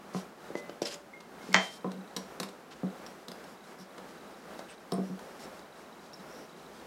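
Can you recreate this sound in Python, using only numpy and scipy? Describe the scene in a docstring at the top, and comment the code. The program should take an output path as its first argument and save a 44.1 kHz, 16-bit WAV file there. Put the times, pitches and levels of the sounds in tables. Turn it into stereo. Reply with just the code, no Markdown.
"""Hands knock dully on a small metal tin and drag its lid off by stick-slip friction; its wall sings briefly.
At 1.5 s the tin is set down against a steel knife on a cloth-covered table: the impact excites the modes
of tin, blade and table top. Fingers then pick at the soft wadding inside: nails tick on the rim, the tin
bumps the table, skin and fibre rub and squeak. Throughout, faint high pips come and go over a steady
rush of air in a small room, heard by a close stereo microphone."""
import sys
import numpy as np
from scipy import signal
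from scipy.fft import rfft, irfft, next_fast_len
from scipy.io import wavfile
from scipy.ndimage import uniform_filter1d

SR = 44100
rng = np.random.default_rng(int(sys.argv[2]) if len(sys.argv) > 2 else 0)


def bounce(signal):
    """Save signal as a 16-bit WAV file at the path given by the first command-line argument."""
    frames = np.transpose(np.atleast_2d(signal))
    limited = np.clip(frames, -1, 1)
    pcm = np.round(limited * 32767).astype(np.int16)
    wavfile.write(sys.argv[1], SR, pcm)


N = 302526

# The tin lands against the blade and settles: (time [s], level [dB])
CLINKS = [(1.5399, -35), (1.5436, -14.5), (1.563, -26.5)]
# Spectrum of a hard contact: (frequency [Hz], spectral level [dB])
CLINK_SPECTRUM = [(250, -35), (600, 10.5), (1200, 5.5), (2060, 4), (2700, -4.5), (3300, -4), (4400, -4.5),
                  (7000, -8.5), (8800, -30), (11000, -45), (15000, -39)]

def clinks(sweep_s=0.001585, clack_hz=1950, clack_t60=0.0077, chatter_decay_s=0.0048):
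    """Dispersion: treble runs ahead in thin metal as a crack; the base then clacks and chatters."""
    out, sweep_t, t = np.zeros(N), clock(sweep_s), clock(.05)
    bending_wave = signal.chirp(sweep_t, 14000, sweep_s, 500, "logarithmic")
    bending_wave *= signal.windows.tukey(len(sweep_t), .1)
    crack = signal.fftconvolve(np.diff(bending_wave), click(CLINK_SPECTRUM, tilt_db=-1.5))
    clack = ring([(clack_hz, 0, clack_t60)])
    for s, db in CLINKS:
        touches = rng.choice([-1, 1], len(t)) * (rng.random(len(t)) < .04)
        chatter = signal.fftconvolve(touches * np.exp(-t / chatter_decay_s), click(CLINK_SPECTRUM))
        add(out, s, blow(crack, db - 2))
        add(out, s + 0.000885, blow(clack, db - 6.5))
        add(out, s + 0.001034, blow(chatter, db - 9))
    return out

# Modes of tin and blade: (frequency [Hz], level [dB], T60 [s])
STEEL_MODES = [(677, -10, 0.17), (793, -5.5, 0.24), (950, -9, 0.33), (950, -4, 0.085), (1160, -15, 0.22),
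               (1267, -9, 0.47), (1504, -6, 0.21), (1800, -10.5, 0.17), (1780, -31, 0.15), (1820, -30, .2),
               (2100, -5, 0.22), (2120, -5, 0.23), (3150, -0.5, 0.37), (3380, -26, .24), (4140, -22, .2),
               (4437, -19, .22), (5830, -27, .45)]

def steel_ring(rise_s=0.0011):
    """Free vibration: tin and blade ring on in their natural modes after each impact."""
    out, sound = np.zeros(N), fade_in(ring(STEEL_MODES), rise_s)
    for s, db in CLINKS:
        add(out, s, blow(sound, db - 5))
    return out

# Lid and fingers knock on the held tin: (time [s], level [dB], frequency [Hz], relative edge level [dB])
KNOCKS = [(0.5036, -37.5, 406, -31), (0.5532, -29, 432, -11), (0.6946, -37.5, 467, -8.5),
          (0.819, -25.5, 447, -22), (4.5925, -40, 675, -10)]
# Modes of the closed tin as a drum: (frequency [Hz], level [dB], T60 [s])
HOLLOW_MODES = [(373, -1, 0.021), (577.5, 1, 0.45), (661, -1.5, 0.19)]

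def knocks(push_cycles=0.73, edge_decay_s=0.0028):
    """Heavy damping: the hand limits a knock to about one cycle, with a hard edge and a hollow ring."""
    out, t = np.zeros(N), clock(.05)
    for s, db, hz, edge_db in KNOCKS:
        cycles = hz * t
        push = np.sin(2 * np.pi * cycles) * cycles * np.exp(-2 * cycles / push_cycles)
        grit = rng.standard_normal(len(t)) * np.exp(-t / edge_decay_s)
        edge = signal.fftconvolve(grit, click(CLINK_SPECTRUM))
        add(out, s, blow(push, db))
        add(out, s + 0.0007, blow(edge, db + edge_db))
        add(out, s, blow(ring(HOLLOW_MODES), db - 10))
    return out

# Friction envelope of the lid, in three surges: (time [s], level [dB])
LID_DRAG = [(.818, -44), (.832, -42), (.847, -57), (.856, -37.5), (.88, -41), (.9, -49.5), (.928, -42),
            (.96, -55)]
# Spectrum of sliding contact: (frequency [Hz], spectral level [dB])
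FRICTION_SPECTRUM = [(300, -15), (1200, -5), (3200, 4.5), (6500, 2), (9000, -4), (12000, -9.5),
                     (16000, -32)]

def lid_scrape():
    """Stick-slip friction: metal scrapes on metal in coarse slips as the lid is pulled off."""
    out, (times, level_db) = np.zeros(N), np.transpose(LID_DRAG)
    drag = amp(np.interp(times[0] + clock(times[-1] - times[0]), times, level_db))
    force = slips(len(drag), per_s=4000, spread_db=3) * drag
    scrape = tin_response(force, FRICTION_SPECTRUM, tilt_db=-2.5, rim_db=-7)
    add(out, times[0], np.linalg.norm(drag) * unit(scrape))
    return out

# The lid or the open tin sings when touched: (time [s], frequency [Hz], level [dB])
WALL_TONES = [(.553, 2026, -44), (.695, 3030, -54), (1.135, 2130, -45.5), (1.41, 2140, -54.5),
              (1.52, 2160, -45), (2.164, 3830, -39), (2.399, 3360, -53), (2.43, 3740, -41)]

def wall_tones(split=0.012, rise_s=0.00072):
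    """Mode splitting: the tin is not quite round, so a wall mode has a weaker, lower twin."""
    out = np.zeros(N)
    for s, hz, db in WALL_TONES:
        t60 = 0.35 * (2120 / hz) ** 2.3  # higher modes die sooner
        twins = ring([(hz, db, t60), (hz * (1 - split), db - 7, t60 / 2)])
        add(out, s, fade_in(twins, rise_s))
    return out

# Nails strike the tin: (time [s], level [dB], place [0 wall to 1 rim])
TICKS = [(0.819, -36.5, 1), (0.9432, -47, 0.4), (1.2042, -49, 0.014), (1.528, -40, 0.77),
         (1.917, -46, 0.24), (2.1643, -33.5, 0.86), (2.168, -37, 0.3), (2.4, -32, 0.39),
         (2.4301, -36, 0.24), (2.488, -48.5, 0.3), (3.0641, -45, 0.88), (3.283, -41.5, 0.87),
         (3.3164, -44.5, 1), (3.441, -53, 0.84), (3.9804, -46, 0), (4.5907, -46, 0), (4.9204, -37.5, 0.87),
         (5.1919, -50, 0.29), (5.5927, -52.5, 0), (6.1329, -49.5, 0.84)]
# Spectrum of a nail contact: (frequency [Hz], spectral level [dB])
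TICK_SPECTRUM = [(300, -20), (1000, 9.5), (2400, 0), (3900, 6.5), (5000, 3.5), (8500, -1), (12500, -7.5),
                 (16000, -18)]
RIM_RING_DB = (-28, 6)  # ring against direct sound, for contact on the wall and on the rim

def nail_ticks(catch=0.078):
    """Impulsive excitation: a nail catches, then slips; nearer the rim it is briefer and brighter."""
    out, t = np.zeros(N), clock(.025)
    for s, db, place in TICKS:
        decay_s, tilt_db = between((0.0045, 0.0023), place), between((-3, 3), place)
        force = unit(rng.standard_normal(len(t)) ** 3 * np.exp(-t / decay_s))
        force[0] += catch
        tick = tin_response(force, TICK_SPECTRUM, tilt_db, between(RIM_RING_DB, place), shift=0.059)
        add(out, s, blow(tick, db))
    return out

# Modes of the rim: (frequency [Hz], level [dB], T60 [s])
RIM_MODES = [(5460, 26, 0.025), (6120, 14, 0.011), (5800, -48, 0.0033), (4900, 15, 0.0089),
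             (7700, 12, .012)]

def tin_response(force, spectrum, tilt_db, rim_db, shift=0.087):
    """Convolution: a force is heard directly and through the rim, whose modes shift with every grip."""
    modes = [(hz * (1 + shift * rng.uniform(-1.2, 1)), db, t60) for hz, db, t60 in RIM_MODES]
    response = amp(rim_db) * unit(ring(modes, .05))
    add(response, 0, click(spectrum, tilt_db))
    return signal.fftconvolve(force, response)

# The tin bumps the table; a pressing hand shortens the ring:
# (time [s], level [dB], contact cut-off [Hz], ring time [factor])
BUMPS = [(0.1477, -29.5, 1200, 0.32), (1.486, -36, 250, 1), (1.5437, -29, 416, 0.55),
         (1.845, -29, 1310, 0.77), (1.931, -39, 221, 0.73), (1.973, -43, 220, 0.56),
         (2.8331, -27.5, 446, 0.46), (3.79, -46.5, 300, 0.5), (4.922, -27, 1240, 0.56),
         (4.98, -27.5, 480, 1), (5.098, -32.5, 220, 0.53), (6.191, -47, 253, 0.29)]

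def table_bumps(rebound_s=0.0215):
    """Mechanical coupling: the table answers each bump, its rebound, and ticks once the tin stands."""
    out, set_down_s = np.zeros(N), CLINKS[-1][0]
    for s, db, cut_hz, hold in BUMPS:
        add(out, s, thud(db, cut_hz, hold))
        add(out, s + rebound_s, thud(db - 8.5, cut_hz * 0.66, hold))  # the tin rocks back, more softly
    for s, db, _ in TICKS:
        if s > set_down_s:
            add(out, s, thud(db - 3, cut_hz=1200, hold=0.69))
    return out

# Modes of the table top: (frequency [Hz], level [dB], T60 [s])
TABLE_MODES = [(156, -13, 0.098), (190.2, -1.2, 0.32), (245.4, 2.5, 0.084), (305.6, 6, 0.053),
               (403, 2.5, 0.081), (467, -0.5, 0.072), (566, 2, 0.032), (685, -2, 0.047), (978, 6.5, 0.014),
               (1077, -7, 0.038), (1730, -7.5, 0.017)]

def thud(db, cut_hz, hold, shift=0.1, uneven_db=2):
    """Contact as a low-pass filter: the softer the tap, the fewer upper modes of the table answer."""
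    t = clock(.5)
    modes = np.zeros(len(t))
    for hz, mode_db, t60 in TABLE_MODES:
        detune, uneven = rng.uniform(-1, 1, 2) * (hz > 300)  # upper modes vary with the spot struck
        decay = amp(mode_db + uneven_db * uneven - 60 * t / (t60 * hold))
        contact_gain = 1 / np.hypot(1, np.square(hz / cut_hz))
        build = 1 - np.exp(-t * hz)  # a mode takes about a cycle to get going
        modes += contact_gain * decay * build * np.sin(2 * np.pi * hz * (1 + shift * detune) * t)
    cycles = 0.42 * cut_hz * t
    tap = np.sin(2 * np.pi * cycles) * np.exp(-cycles / 0.42)
    return -blow(modes, db + 3) - blow(tap, db - 13)

# Skin and wadding slide over the tin: (time [s], duration [s], level [dB], place [0 wall to 1 rim])
RUBS = [(0.133, 0.092, -52.5, 0.48), (0.563, 0.045, -55, 0.47), (1.41, .163, -59, 0.44),
        (1.601, 0.098, -51, 0.47), (1.695, .09, -55, 0.59), (2.708, 0.033, -53.5, .05),
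        (3.782, 0.058, -59.5, .95), (4.683, 0.068, -56, 0), (5.153, 0.33, -68, 0.75),
        (5.392, 0.079, -56, 0.59), (6.141, 0.11, -67, .9), (6.269, .2, -63, 1)]

def rubs():
    """Sliding friction: firm strokes of skin and wadding excite the tin."""
    out = np.zeros(N)
    for s, length_s, db, place in RUBS:
        add(out, s, stroke(length_s, db, place))
    return out

def stroke(length_s, db, place, fingers=3):
    """Incoherent summation: each finger slips in its own way while the pressure swells and fades."""
    size = int(length_s * SR)
    pressure = np.interp(np.linspace(0, 1, size), [0, 0.34, 1], [0, 1, 0]) ** 0.32
    tilt_db, rim_db = between((-7, 9.5), place), between(RIM_RING_DB, place)  # brighter at the rim
    forces = (slips(size, per_s=6000, spread_db=2) * pressure for _ in range(fingers))
    sound = sum(tin_response(force, FRICTION_SPECTRUM, tilt_db, rim_db) for force in forces)
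    return amp(db) * np.sqrt(size) * unit(sound)

def slips(size, per_s, spread_db):
    """Friction as shot noise: a dense, random run of tiny slips of uneven strength."""
    strength = np.minimum(rng.exponential(1, SR // 2), 4)
    slipping = rng.random(SR // 2) < per_s / SR
    sign = rng.choice([-1, 1], SR // 2)
    return (sign * amp(spread_db * strength) * slipping)[:size]

# Fingertips squeak on the metal: (time [s], duration [s], frequency [Hz], level [dB])
SQUEAKS = [(0.85, 0.014, 5488, -38.5), (.938, .0102, 6840, -45), (4.678, .043, 2700, -59.5),
           (4.681, .057, 8450, -60.5), (4.93, .018, 8800, -49), (6.133, .019, 5430, -50.5)]

def squeaks(wobble=0.052):
    """Stick-slip oscillation: skin grips and releases at a high, unsteady rate."""
    out = np.zeros(N)
    for s, length_s, hz, db in SQUEAKS:
        drift = uniform_filter1d(rng.standard_normal(SR // 4), size=25) * np.sqrt(25)
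        slip_hz = hz * (1 + wobble * drift[:int(length_s * SR)])
        tone = np.sin(2 * np.pi * np.cumsum(slip_hz) / SR)
        add(out, s, 2 * amp(db) * tone * np.hanning(len(tone)))
    return out

def plucks(start_s=2.7, per_s=5, mean_length_s=.08, mean_db=-66.5, spread_db=4):
    """Light friction: fingers pluck at the wadding at a loose, uneven pace."""
    out = np.zeros(N)
    for k, (late, length, strength, place) in enumerate(rng.random(size=(30, 4))):
        s = start_s + (k + late) / per_s
        db = mean_db + spread_db * (2 * strength - 1)
        if s < N / SR:
            add(out, s, stroke(mean_length_s * (.5 + length), db, between((.15, .75), place)))
    return out

# Runs of faint pips: (start [s], end [s], chance that a beat sounds [0 to 1])
PIP_RUNS = [(0.048, .7, 0.29), (1.739, 2.11, 0.99), (2.868, 4.82, .35), (5.589, 6.84, 0.57)]

def pips(hz=3900, spacing_s=.0335, db=-53, uneven_db=5):
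    """Windowed tone bursts: very faint high pips come and go on a quick, even beat."""
    out, t = np.zeros(N), clock(.008)
    pip = np.hanning(len(t)) * np.sin(2 * np.pi * hz * t)
    for start, end, chance in PIP_RUNS:
        for s, (draw, weakness) in zip(np.arange(start, end, spacing_s), rng.random(size=(80, 2))):
            if draw < chance:
                add(out, s, amp(db - uneven_db * weakness) * pip)
    return out

# The rush of air and its bass end, both: (frequency [Hz], spectral level [dB])
AIR_SPECTRUM = [(88, -34), (150, -4.5), (213, 0.5), (296, -4.5), (366, -1.5), (481, -3), (751, -5),
                (827, -5.5), (894, -7.5), (1340, -8.5), (2650, -19), (3980, -21.5), (4650, -22.5),
                (5650, -24), (15500, -33)]
RUMBLE_SPECTRUM = [(20, -27.5), (40, -20), (52, -20), (60, -6), (72, -14), (100, -16), (125, -15)]
# Likeness of the air at left and right: (frequency [Hz], correlation [-1 to 1])
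AIR_CORRELATION = [(60, -0.47), (120, 0.078), (240, 0.45), (480, 0.618), (950, 0.67), (1890, 0.54),
                   (3770, 0.253), (7520, 0.23), (15000, 0.12)]

def air(db=-49, waver_db=1.93):
    """Broadband noise: air rushes steadily in the room, its level wavering slightly."""
    hz = np.fft.rfftfreq(N, 1 / SR)
    spectrum = RUMBLE_SPECTRUM + [point for point in AIR_SPECTRUM if point[0] > 140]
    mid, side = rfft(rng.standard_normal((2, N))) * amp(read(spectrum, hz))
    rush = np.sqrt(2 * N) * unit(irfft(stereo(mid, side, AIR_CORRELATION), N))
    sway = np.interp(np.arange(N), np.linspace(0, N, 60), rng.standard_normal(60))
    return amp(db - waver_db * sway) * rush

# Reverberation time: (frequency [Hz], T60 [s])
ROOM_T60 = [(150, 0.13), (500, 0.39), (1200, 0.25), (3000, 0.3), (7000, 0.34), (14000, 0.083)]
# Colour of the reverberation: (frequency [Hz], gain [dB])
ROOM_SPECTRUM = [(150, 0.5), (400, -2), (900, -0.5), (2000, -4.5), (4000, -8), (7000, -8.5), (14000, 3.5)]

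def room(x, wet_db, correlation=0.88, low_hz=60, build_s=0.004):
    """Reverberation: dense reflections follow the direct sound and die away band by band."""
    band_hz, t, bands = signal.stft(rng.standard_normal((2, SR // 2)), SR, nperseg=256)
    bands /= abs(bands) + 1e-9  # reflections of about equal strength
    decay = amp(-60 * t / read(ROOM_T60, band_hz)[:, None])
    tails = signal.istft(bands * decay, SR, nperseg=256)[1]
    tails *= 1 - np.exp(-(np.arange(tails.shape[1]) / SR / build_s) ** 2)
    size = next_fast_len(N + SR, True)
    direct, hz = rfft(x, size), np.fft.rfftfreq(size, 1 / SR)
    bass_cut = hz ** 2 / np.hypot(hz ** 2, low_hz ** 2)  # below low_hz a source hardly fills the room
    send = direct * amp(wet_db + read(ROOM_SPECTRUM, hz)) * bass_cut
    mid, side = (send * rfft(unit(tail), size) for tail in tails)
    reflections = stereo(mid, side, [(1, correlation)])
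    return irfft(stereo(direct, direct, [(1, 0.98)]) + reflections, size)[:, :N]

# Stereo balance: (frequency [Hz], left minus right [dB])
BALANCE = [(60, -4), (150, 2.0), (380, 1.5), (950, 1.5), (2380, 0), (5980, 0.5), (15000, 0.0)]

def stereo(mid, side, correlation):
    """Mid-side mixing: two spectra form a partly alike left and right, leaning to the left."""
    hz = np.linspace(0, SR / 2, len(mid))
    alike = np.clip(read(correlation, hz), -1, 1)
    mid, side = mid * np.sqrt((1 + alike) / 2), side * np.sqrt((1 - alike) / 2)
    lean = amp(read(BALANCE, hz) / 2)
    return np.array([(mid + side) * lean, (mid - side) / lean])

def ring(modes, length_s=.5):
    """Modal superposition: a struck body sounds as a sum of damped sines."""
    t = clock(length_s)
    return sum(amp(db - 60 * t / t60) * np.sin(2 * np.pi * hz * t) for hz, db, t60 in modes)

def click(spectrum, tilt_db=0, size=2048):
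    """Minimum phase: the shortest causal pulse of a spectrum, tilted by tilt_db per octave above 1 kHz."""
    hz = abs(np.fft.fftfreq(size, 1 / SR))
    octaves = np.log2(np.maximum(hz, 1000) / 1000)
    log_gain = np.log(amp(read(spectrum, hz) + tilt_db * octaves))
    return unit(np.fft.ifft(np.exp(np.conj(signal.hilbert(log_gain)))).real)

def fade_in(x, rise_s):
    """Exponential onset of a vibration."""
    return x * (1 - np.exp(-np.arange(len(x)) / SR / rise_s))

def blow(x, db):
    """Scales a hit so that its energy, packed into 5 ms, has this level."""
    return amp(db) * unit(x) * np.sqrt(.005 * SR)

def unit(x):
    """Normalises to energy 1."""
    return x / np.sqrt(np.sum(x ** 2) + 1e-20)

def amp(db):
    """Decibels to gain."""
    return 10 ** (np.asarray(db) / 20)

def read(points, hz):
    """Interpolates a table on a log-frequency axis."""
    f, value = np.transpose(points)
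    return np.interp(np.log(hz + 1), np.log(f + 1), value)

def between(ends, place):
    """Interpolates between two ends, at place 0 and place 1."""
    return np.interp(place, [0, 1], ends)

def clock(length_s):
    """Sample times from zero."""
    return np.arange(int(length_s * SR)) / SR

def add(mix, s, sound):
    """Superposes a sound on the mix at time s."""
    part = mix[max(round(s * SR), 0):][:len(sound)]
    part += sound[:len(part)]

def scene(low_hz=140):
    """Superposition: handling in the room, its bass cut by the microphone's high-pass, over the air."""
    impacts = room(knocks(), wet_db=-6) + room(clinks(), wet_db=-1)
    impacts += room(nail_ticks(), wet_db=-2, correlation=0.7)
    ringing = room(steel_ring() + wall_tones() + pips(), wet_db=-10)
    friction = room(lid_scrape() + rubs() + plucks() + squeaks(), wet_db=-6.5, correlation=0.17)
    table = room(table_bumps(), wet_db=-1, low_hz=310)
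    highpass = signal.butter(7, low_hz, "highpass", fs=SR, output="sos")
    return signal.sosfilt(highpass, impacts + ringing + friction + table) + air()

def record(dry, ceiling=.72, edge_hz=15900):
    """Soft saturation rounds off the very highest peaks; a low-pass filter then limits the band."""
    rounded = dry / (1 + (dry / ceiling) ** 4) ** .25
    lowpass = signal.firwin(511, edge_hz, window=("kaiser", 9), fs=SR)
    return signal.oaconvolve(rounded, lowpass[None], "same")

dry = scene()
out = record(dry)
bounce(out)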